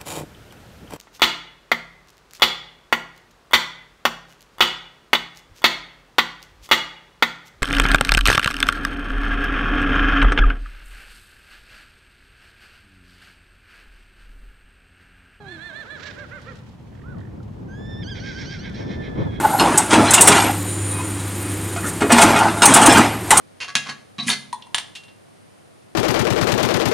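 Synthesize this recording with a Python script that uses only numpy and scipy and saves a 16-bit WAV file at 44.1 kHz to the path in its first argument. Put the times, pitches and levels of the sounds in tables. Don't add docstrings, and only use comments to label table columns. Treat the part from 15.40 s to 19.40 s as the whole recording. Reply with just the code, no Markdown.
import sys
import numpy as np
from scipy import signal
from scipy.fft import rfft, irfft, next_fast_len
from scipy.io import wavfile
from scipy.ndimage import uniform_filter1d

SR = 44100
rng = np.random.default_rng(int(sys.argv[2]) if len(sys.argv) > 2 else 0)


def master(y):
    cut = np.clip(np.atleast_2d(y).T, -1, 1)
    pcm = np.round(cut * 32767)
    wavfile.write(sys.argv[1], SR, pcm.astype(np.int16))


N = 176400
T = np.arange(N) / SR


def from_db(db):
    return 10 ** (np.asarray(db) / 20)


def unit_rms(x):
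    return x / np.sqrt(np.mean(x ** 2) + 1e-20)


def curves(rows):
    times, *columns = np.transpose(rows)
    return [np.interp(T, times, column) for column in columns]


def eq(x, points):
    hz, db = np.transpose(points)
    margin = SR // 10
    mirrored = np.concatenate([x[..., margin:0:-1], x, x[..., -2:-margin:-1]], axis=-1)
    size = next_fast_len(mirrored.shape[-1])
    bin_hz = np.maximum(np.arange(size // 2 + 1) * SR / size, 1)
    gain = from_db(np.interp(np.log(bin_hz), np.log(hz), db))
    return irfft(rfft(mirrored, size) * gain, size)[..., margin:margin + N]


def drift(rate_hz):
    pole = np.exp(-2 * np.pi * rate_hz / SR)
    return unit_rms(signal.lfilter([1], [1, -2 * pole, pole * pole], rng.standard_normal(N + SR))[SR:])


def jittered_phase(hz, jitter, rate_hz):
    return 2 * np.pi * np.cumsum(hz * (1 + jitter * drift(rate_hz))) / SR


def harmonics(phase, levels_db, first=1):
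    return np.sqrt(2) * sum(from_db(db) * np.sin(k * phase) for k, db in enumerate(levels_db, first))


def swell(centre_s, half_s, edge):
    return np.exp(-np.minimum(np.abs((T - centre_s) / half_s) ** edge, 100))


def swells(rows, edge):
    return sum(from_db(db) * swell(s, half, edge) for s, half, db in rows)


def pan(x, right_db):
    gains = from_db(np.array([[-.5], [.5]]) * right_db)
    return x * gains / gains.mean()


def stereo_noise(spectrum, side_db):
    mid, side = unit_rms(eq(rng.standard_normal((2, N)), spectrum))
    return mid + from_db(side_db) * side * [[1], [-1]]


def rasp(whistle_hz, low_hz, jitter, breath):
    high = jittered_phase(whistle_hz, .018, 202.5)
    low = jittered_phase(low_hz, jitter, 148.7)
    beats = np.cos(low) + 0.72 * np.cos(2 * low + 1)
    chopped = unit_rms(sum(np.sin(k * high) for k in range(1, 6)) * beats)
    return chopped + breath * rng.standard_normal(N) * (1 + 2.96 * np.cos(low))


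# centre in seconds, top pitch in Hz, sag in Hz at SAG_AT_S before
# and after, low voice in Hz, then relative levels in dB of whistle, low voice and rasp.
SHAKES = [(0.0, 1680, 100, 137, 740, -52.5, -63, -71), (.135, 1754, 76.4, 234.5, 730, -42, -82, -53),
          (.265, 1783, 101.6, 259, 700, -41.5, -61, -74), (0.401, 1793, 110.8, 515.2, 660, -40, -57, -50),
          (0.534, 1755, 200.5, 377, 625, -39, -52.5, -53), (.666, 1708, 297, 201.5, 620, -41, -54.5, -41),
          (.81, 1630, 290.4, 420.8, 600, -40, -50.5, -50.5), (0.953, 1564, 354, 480, 595, -39, -51, -53),
          (1.096, 1389, 377.6, 455.6, 540, -41.5, -48.5, -48),
          (1.701, 1503, 175.2, 272.5, 560, -46.5, -64, -84)]
# time in seconds, pitch jitter as a fraction, side tone depth,
# overtone trim in dB, half length of a shake in seconds.
HOARSENESS = [(0, 0.004, 0.13, 1, .085), (.45, .005, .2, 1.5, .078), (.75, 0.008, .26, -9, .054),
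              (1.12, 0.011, .55, -8, .036), (1.6, 0.002, .04, -14, .068)]
# centre in seconds, level in dB.
NOSTRIL_FLAPS = [(0.605, -49), (.636, -41.5), (.666, -41.5), (0.681, -44.5), (0.71, -48.5), (0.795, -49)]
WHISTLE_OVERTONES = [-11.5, -27, -24.5, -29.5]
LOW_OVERTONES = [-1, -4]
# frequency in Hz, gain in dB.
WHISTLE_EQ = [(300, -39), (1100, -3), (1400, -1), (1800, 4), (2400, 2.5), (2900, -8.5), (3500, 3),
              (3800, 2.5), (4200, 7.5), (4800, -26), (6000, -13.5), (9000, -7.5), (12000, -19)]
FIRST_RASP_EQ = [(500, -14), (1200, -2), (1700, 7), (2300, 0), (2800, -0.5), (3500, 0.5), (4900, -5.5),
                 (6300, -11.5), (7500, -15.5), (8400, -35), (14000, -41)]
SAG_AT_S, TROUGH_HZ = .05, 1119

def first_whinny():
    arches = [top - np.where(T < s, before, after) * ((T - s) / SAG_AT_S) ** 2
              for s, top, before, after, *_ in SHAKES]
    hz = uniform_filter1d(np.maximum(np.max(arches, axis=0), TROUGH_HZ), size=400)
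    top_hz, _, _, low_top_hz, whistle_db, low_db, _ = curves(SHAKES)
    jitter, side_depth, overtone_db, half_s = curves(HOARSENESS)
    sag = 1 - hz / top_hz
    low_hz = low_top_hz * (hz / top_hz) ** 1.35
    high = jittered_phase(hz, jitter * (1 + 3 * sag), 210)
    low = jittered_phase(low_hz, 0.016, 144)

    side_tones = side_depth * (np.sin(high + low) + .5 * np.sin(high - low) + .5 * np.sin(high + 2 * low))
    beats = 1 + np.cos(low)
    overtones = harmonics(high, WHISTLE_OVERTONES[:1], first=2) * beats
    overtones += harmonics(high, WHISTLE_OVERTONES[1:], first=3) * beats ** 2
    edge = (overtones * from_db(overtone_db - 20 * sag) + side_tones) * from_db(2 * drift(78))
    whistle = eq(harmonics(high, [0]) + edge, WHISTLE_EQ)
    whistle *= from_db(whistle_db - 3.5 - 9.5 * sag + 2 * drift(70))
    low_voice = harmonics(low, [0]) * from_db(low_db + 1 + 2 * drift(55.6))
    low_voice += harmonics(low, LOW_OVERTONES, first=2) * from_db(whistle_db - 15.5 - 20 * sag)
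    gate = np.minimum(1, sum(swell(s, half_s, edge=9) for s, *_ in SHAKES))

    rough = unit_rms(eq(rasp(hz, low_hz, jitter=0.0805, breath=1), FIRST_RASP_EQ))
    rasp_gain = swells([(s, 0.092, db - 7.5) for s, *_, db in SHAKES], edge=2.6)
    flap_gain = swells([(s, .008, db) for s, db in NOSTRIL_FLAPS], edge=2.6)
    return gate * (whistle + low_voice) + rough * (rasp_gain + flap_gain)


# time in seconds, pitch in Hz, fundamental level in dB,
# relative overtone level in dB.
SQUEAL = [(2.275, 1470, -73, -100), (2.29, 1520, -52.5, -83), (2.33, 1600, -46, -66),
          (2.4, 1722, -53, -60.5), (2.51, 1790, -47, -52), (2.55, 1755, -51.5, -49),
          (2.6, 1802, -46.5, -53.5), (2.625, 1770, -50.5, -47.5), (2.637, 1640, -50, -43.5),
          (2.652, 1440, -56.5, -49.5), (2.688, 1630, -41.5, -41.5), (2.703, 1740, -50.5, -45),
          (2.72, 1600, -38, -38.5), (2.755, 1520, -51.5, -54.5), (2.8, 1400, -57, -47.5),
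          (2.83, 1540, -43.5, -57.5), (2.872, 1630, -39, -55), (2.9, 1580, -35.5, -50),
          (2.935, 1410, -55, -66), (2.965, 1540, -38.5, -52), (3.0, 1620, -41.5, -53),
          (3.05, 1370, -55, -49), (3.075, 1520, -48, -49.5), (3.13, 1620, -41, -47), (3.19, 1350, -55, -47),
          (3.22, 1510, -52, -54.5), (3.265, 1625, -42, -59), (3.345, 1320, -63, -50.5),
          (3.41, 1620, -46.5, -69), (3.46, 1550, -60, -82)]
# centre in seconds, half length in seconds, relative rasp level in dB.
CRACKS = [(2.63, 0.0078, -41), (2.698, 0.01, -46)]
# centre in seconds, half length in seconds, relative body and hiss in dB.
BURSTS = [(2.775, 0.024, -38.5, -52), (2.884, 0.05, -38, -45), (3.014, 0.043, -38, -44),
          (3.136, 0.036, -37, -45), (3.266, .035, -36.5, -55.5), (3.397, 0.043, -40.5, -50),
          (3.523, .04, -40, -52.5), (3.657, 0.036, -39, -58.5), (3.81, 0.048, -42, -60),
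          (3.953, 0.041, -43.5, -64.5)]
# frequency in Hz, gain in dB.
SQUEAL_EQ = [(2800, -11), (3200, 1.5), (3600, 2.5), (4200, -4.5), (4700, -1.5), (5100, -9.5), (5400, -6.5),
             (6100, -5.5), (6500, -22.5), (7100, -32), (8000, -31.5), (13000, -68)]
RASP_BODY_EQ = [(700, -44), (1400, -4), (1620, 9), (1850, 2), (2200, 6.5), (2450, 2.5), (2780, -17),
                (3200, 8.5), (3650, -3.5), (4000, -2), (5000, -72)]
RASP_HISS_EQ = [(3600, -10.5), (4200, -0.5), (4650, 9), (5050, 0), (5500, 10), (5850, -5.5), (6200, 3.5),
                (6800, -14), (8000, -20), (11000, -60)]
LOW_VOICE_HZ, BURST_LIFT_HZ, FULL_RISE_HZ_PER_S = 473.4, 128.4, 3300

def second_whinny():
    hz, db, overtone_db = curves(SQUEAL)
    hz = uniform_filter1d(hz, size=400)
    bursting = sum(swell(s, half, edge=2.1) for s, half, *_ in BURSTS)
    cracking = sum(swell(s, half, edge=2) for s, half, _ in CRACKS)
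    phase = jittered_phase(hz, 0.003 + .005 * bursting + 0.021 * cracking, 145)
    start_s, end_s = SQUEAL[0][0], SQUEAL[-1][0]
    fourth_db = 19 * swell(start_s, 0.25, edge=4.8)
    overtones = eq(harmonics(phase, [0, 0, fourth_db, 0, 0], first=2), SQUEAL_EQ)
    rise = np.gradient(hz) * SR / FULL_RISE_HZ_PER_S
    overtone_db += np.interp(rise, [-.5, 0, 1], [-15, 0, 5.5]) * (T > BURSTS[0][0])
    squeal = harmonics(phase, [0]) * from_db(db) + overtones * from_db(overtone_db)
    squeal *= ((T > start_s) & (T < end_s)) * from_db(drift(44))

    rough = rasp(hz, LOW_VOICE_HZ + BURST_LIFT_HZ * bursting, jitter=0.08, breath=0.7)
    body_gain = sum(from_db(level) * (swell(s, half, edge=2.8) + 0.12 * swell(s, 2 * half, edge=3.5))
                    for s, half, level, _ in BURSTS)
    body_gain += swells(CRACKS, edge=3.4)
    hiss_gain = swells([(s, half * 1.13, level) for s, half, _, level in BURSTS], edge=1.2)
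    body = from_db(-4.5) * body_gain * unit_rms(eq(rough, RASP_BODY_EQ))
    hiss = from_db(0.5) * hiss_gain * unit_rms(eq(rough, RASP_HISS_EQ))
    return squeal + body + hiss


# time in seconds, pitch in Hz, fundamental in dB, overtones in dB.
GROAN = [(0, 421.4, -47.5, -50.5), (.06, 396.5, -49, -48), (.12, 339.8, -44.5, -58),
         (.2, 313.7, -48.5, -59), (.255, 348.8, -65, -70), (.3, 328.7, -65, -48), (.42, 268.4, -73, -61)]
GROAN_OVERTONES = [0, -11]

def groan():
    hz, db, overtone_db = curves(GROAN)
    phase = jittered_phase(hz, 0.02, 60)
    overtones = harmonics(phase, GROAN_OVERTONES, first=2) * from_db(overtone_db)
    return (harmonics(phase, [db]) + overtones) * (T < GROAN[-1][0])


# centre in seconds, half length in seconds, level in dB.
FLUTTERS = [(1.59, 0.068, -59), (1.822, 0.095, -58.5)]
FLUTTER_HZ = 46.4

def nostril_flutter():
    puffs = (1 + np.cos(jittered_phase(FLUTTER_HZ, 0.116, 19.4))) ** 2
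    nose_eq = [(900, -15), (1400, -6), (1850, 6.5), (2300, -14), (3200, -10), (5000, -44)]
    breath = unit_rms(eq(puffs * rng.standard_normal(N), nose_eq))
    return breath * swells(FLUTTERS, edge=2.6)


# time in seconds, pitch in Hz, fundamental in dB, octave in dB.
DISTANT_SQUEAL = [(3.2, 1737, -52.5, -60), (3.45, 1776, -56, -59.5), (3.62, 1769, -42.5, -59),
                  (3.73, 1722, -52.5, -61.5), (3.85, 1765, -47.5, -58), (3.9, 1660, -52.5, -50.5)]

def distant_horse():
    hz, db, octave_db = curves(DISTANT_SQUEAL)
    tone = harmonics(jittered_phase(hz, 0.00649, 112), [db, octave_db])
    return tone * (T > DISTANT_SQUEAL[0][0]) * from_db(2 * drift(31))


# start in seconds, level in dB, decay time in seconds.
TICKS = [(1.017, -53, 0.015), (1.156, -50.5, 0.0064), (1.171, -57, 0.0054), (1.188, -55, 0.0048),
         (1.29, -59.5, 0.013), (1.783, -58, 0.0056), (1.804, -55, 0.0038), (2.03, -57, 0.0078),
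         (3.297, -50.5, 0.0038)]
# frequency in Hz, gain in dB.
TICK_EQ = [(1200, -36), (3200, 14), (5000, 9), (9000, 0), (15000, -32)]
KNOCK_S, KNOCK_DB, KNOCK_HZ, KNOCK_DECAY_S = 2.002, -46, 1370, 0.007

def tack_and_grit():
    def hit(start_s, db, decay_s):
        return from_db(db) * (T >= start_s) * np.exp(-np.minimum(np.abs(T - start_s) / decay_s, 20))
    ticks = unit_rms(eq(rng.standard_normal(N), TICK_EQ)) * sum(hit(*tick) for tick in TICKS)
    knock = hit(KNOCK_S, KNOCK_DB, KNOCK_DECAY_S) * np.sin(2 * np.pi * KNOCK_HZ * (T - KNOCK_S))
    return ticks + knock


# time in seconds, rumble level in dB, rush level in dB.
GUSTS = [(0, -45, -62), (.4, -52.5, -57), (.75, -44.5, -52), (1.15, -43.5, -62), (1.56, -43, -52.5),
         (1.7, -37, -51), (2.3, -36, -44.5), (2.6, -33, -43), (3.18, -36, -44.5), (3.5, -30, -37),
         (3.72, -32.5, -39), (4, -28.5, -37.5)]
# frequency in Hz, gain in dB.
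RUMBLE_EQ = [(15, -34), (50, -8), (70, -4.5), (105, -0.5), (200, -6.5), (300, -17), (3000, -100)]
RUSH_EQ = [(130, -38), (230, 2.5), (320, -1), (450, -4), (650, -11), (1000, -19.5), (1600, -27.5),
           (12000, -99)]

def wind():
    rumble_db, rush_db = curves(GUSTS)
    rumble = stereo_noise(RUMBLE_EQ, side_db=-4.5) * from_db(rumble_db + 1.1 * drift(27.5))
    rush = stereo_noise(RUSH_EQ, side_db=6.5) * from_db(rush_db + 1.8 * drift(21))
    return pan(rumble, right_db=-1.5) + pan(rush, right_db=0.5)


# centre in seconds, half length in seconds, level in dB.
BUFFETS = [(1.694, 0.011, -39), (1.78, 0.03, -36), (3.793, 0.02, -23.5), (3.825, 0.018, -22.5),
           (3.869, 0.014, -22.5)]
# frequency in Hz, gain in dB.
BUFFET_EQ = [(25, -25), (60, -4.5), (110, 10.5), (260, 0.5), (480, -5), (1400, -25), (9000, -73)]

def buffets():
    return stereo_noise(BUFFET_EQ, side_db=5.5) * swells(BUFFETS, edge=1.27)


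# time in seconds, relative level in dB.
SAND_LEVEL = [(0, -63), (.15, -52), (1.15, -53.5), (1.7, -61.5), (2.3, -59), (4, -52.5)]
# frequency in Hz, gain in dB.
SAND_EQ = [(1500, 4.5), (3000, 3), (7000, -8), (10000, -16.5), (15000, -25)]

def sand_hiss():
    db, = curves(SAND_LEVEL)
    return stereo_noise(SAND_EQ, side_db=0.5) * from_db(db - 8 + 2 * drift(25))


ECHO_SEND_DB, ECHO_T60_S, PREDELAY_S = -10, 0.73, .012

def echoes(calls):
    decay = from_db(-60 * np.minimum(T / ECHO_T60_S, 2)) * (T > PREDELAY_S)
    tail = rng.standard_normal((2, N)) * decay
    tail /= np.sqrt(np.sum(tail ** 2, axis=1, keepdims=True))
    returns = signal.fftconvolve(from_db(ECHO_SEND_DB) * calls[None], tail, axes=1)[:, :N]
    return eq(returns, [(300, 14.5), (2000, 0.5), (8000, -7)])


# frequency in Hz, gain in dB.
AIR_EQ = [(600, -4.5), (900, -1), (1400, -11.5), (2200, -15.5), (7000, -28), (16000, -38)]

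def still_air():
    return from_db(-56) * stereo_noise(AIR_EQ, side_db=-17.5)


def scene():
    early = first_whinny() + nostril_flutter()
    late = second_whinny() + distant_horse()
    calls = pan(early, right_db=15.5) + pan(late, right_db=6) + pan(groan(), right_db=5)
    arena = echoes(early + late) + pan(tack_and_grit(), right_db=9)
    ambience = wind() + pan(sand_hiss(), right_db=3.5) + still_air() + buffets()
    return calls + arena + ambience


FADE_S, CUTOFF_HZ = .004, 16900

def record(dry):
    mid, side = (dry[0] + dry[1]) / 2, (dry[0] - dry[1]) / 2
    side = eq(side, [(45, -28), (150, -3), (500, -5.5), (1500, 0.5), (9000, 0), (11500, -8)])
    fade = np.minimum(1, np.minimum(T, T[-1] - T) / FADE_S)
    high_cut = signal.cheby2(14, 70, CUTOFF_HZ, fs=SR, output="sos")
    return signal.sosfilt(high_cut, fade * (mid + side * [[1], [-1]]))


dry = scene()
out = record(dry)
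master(out)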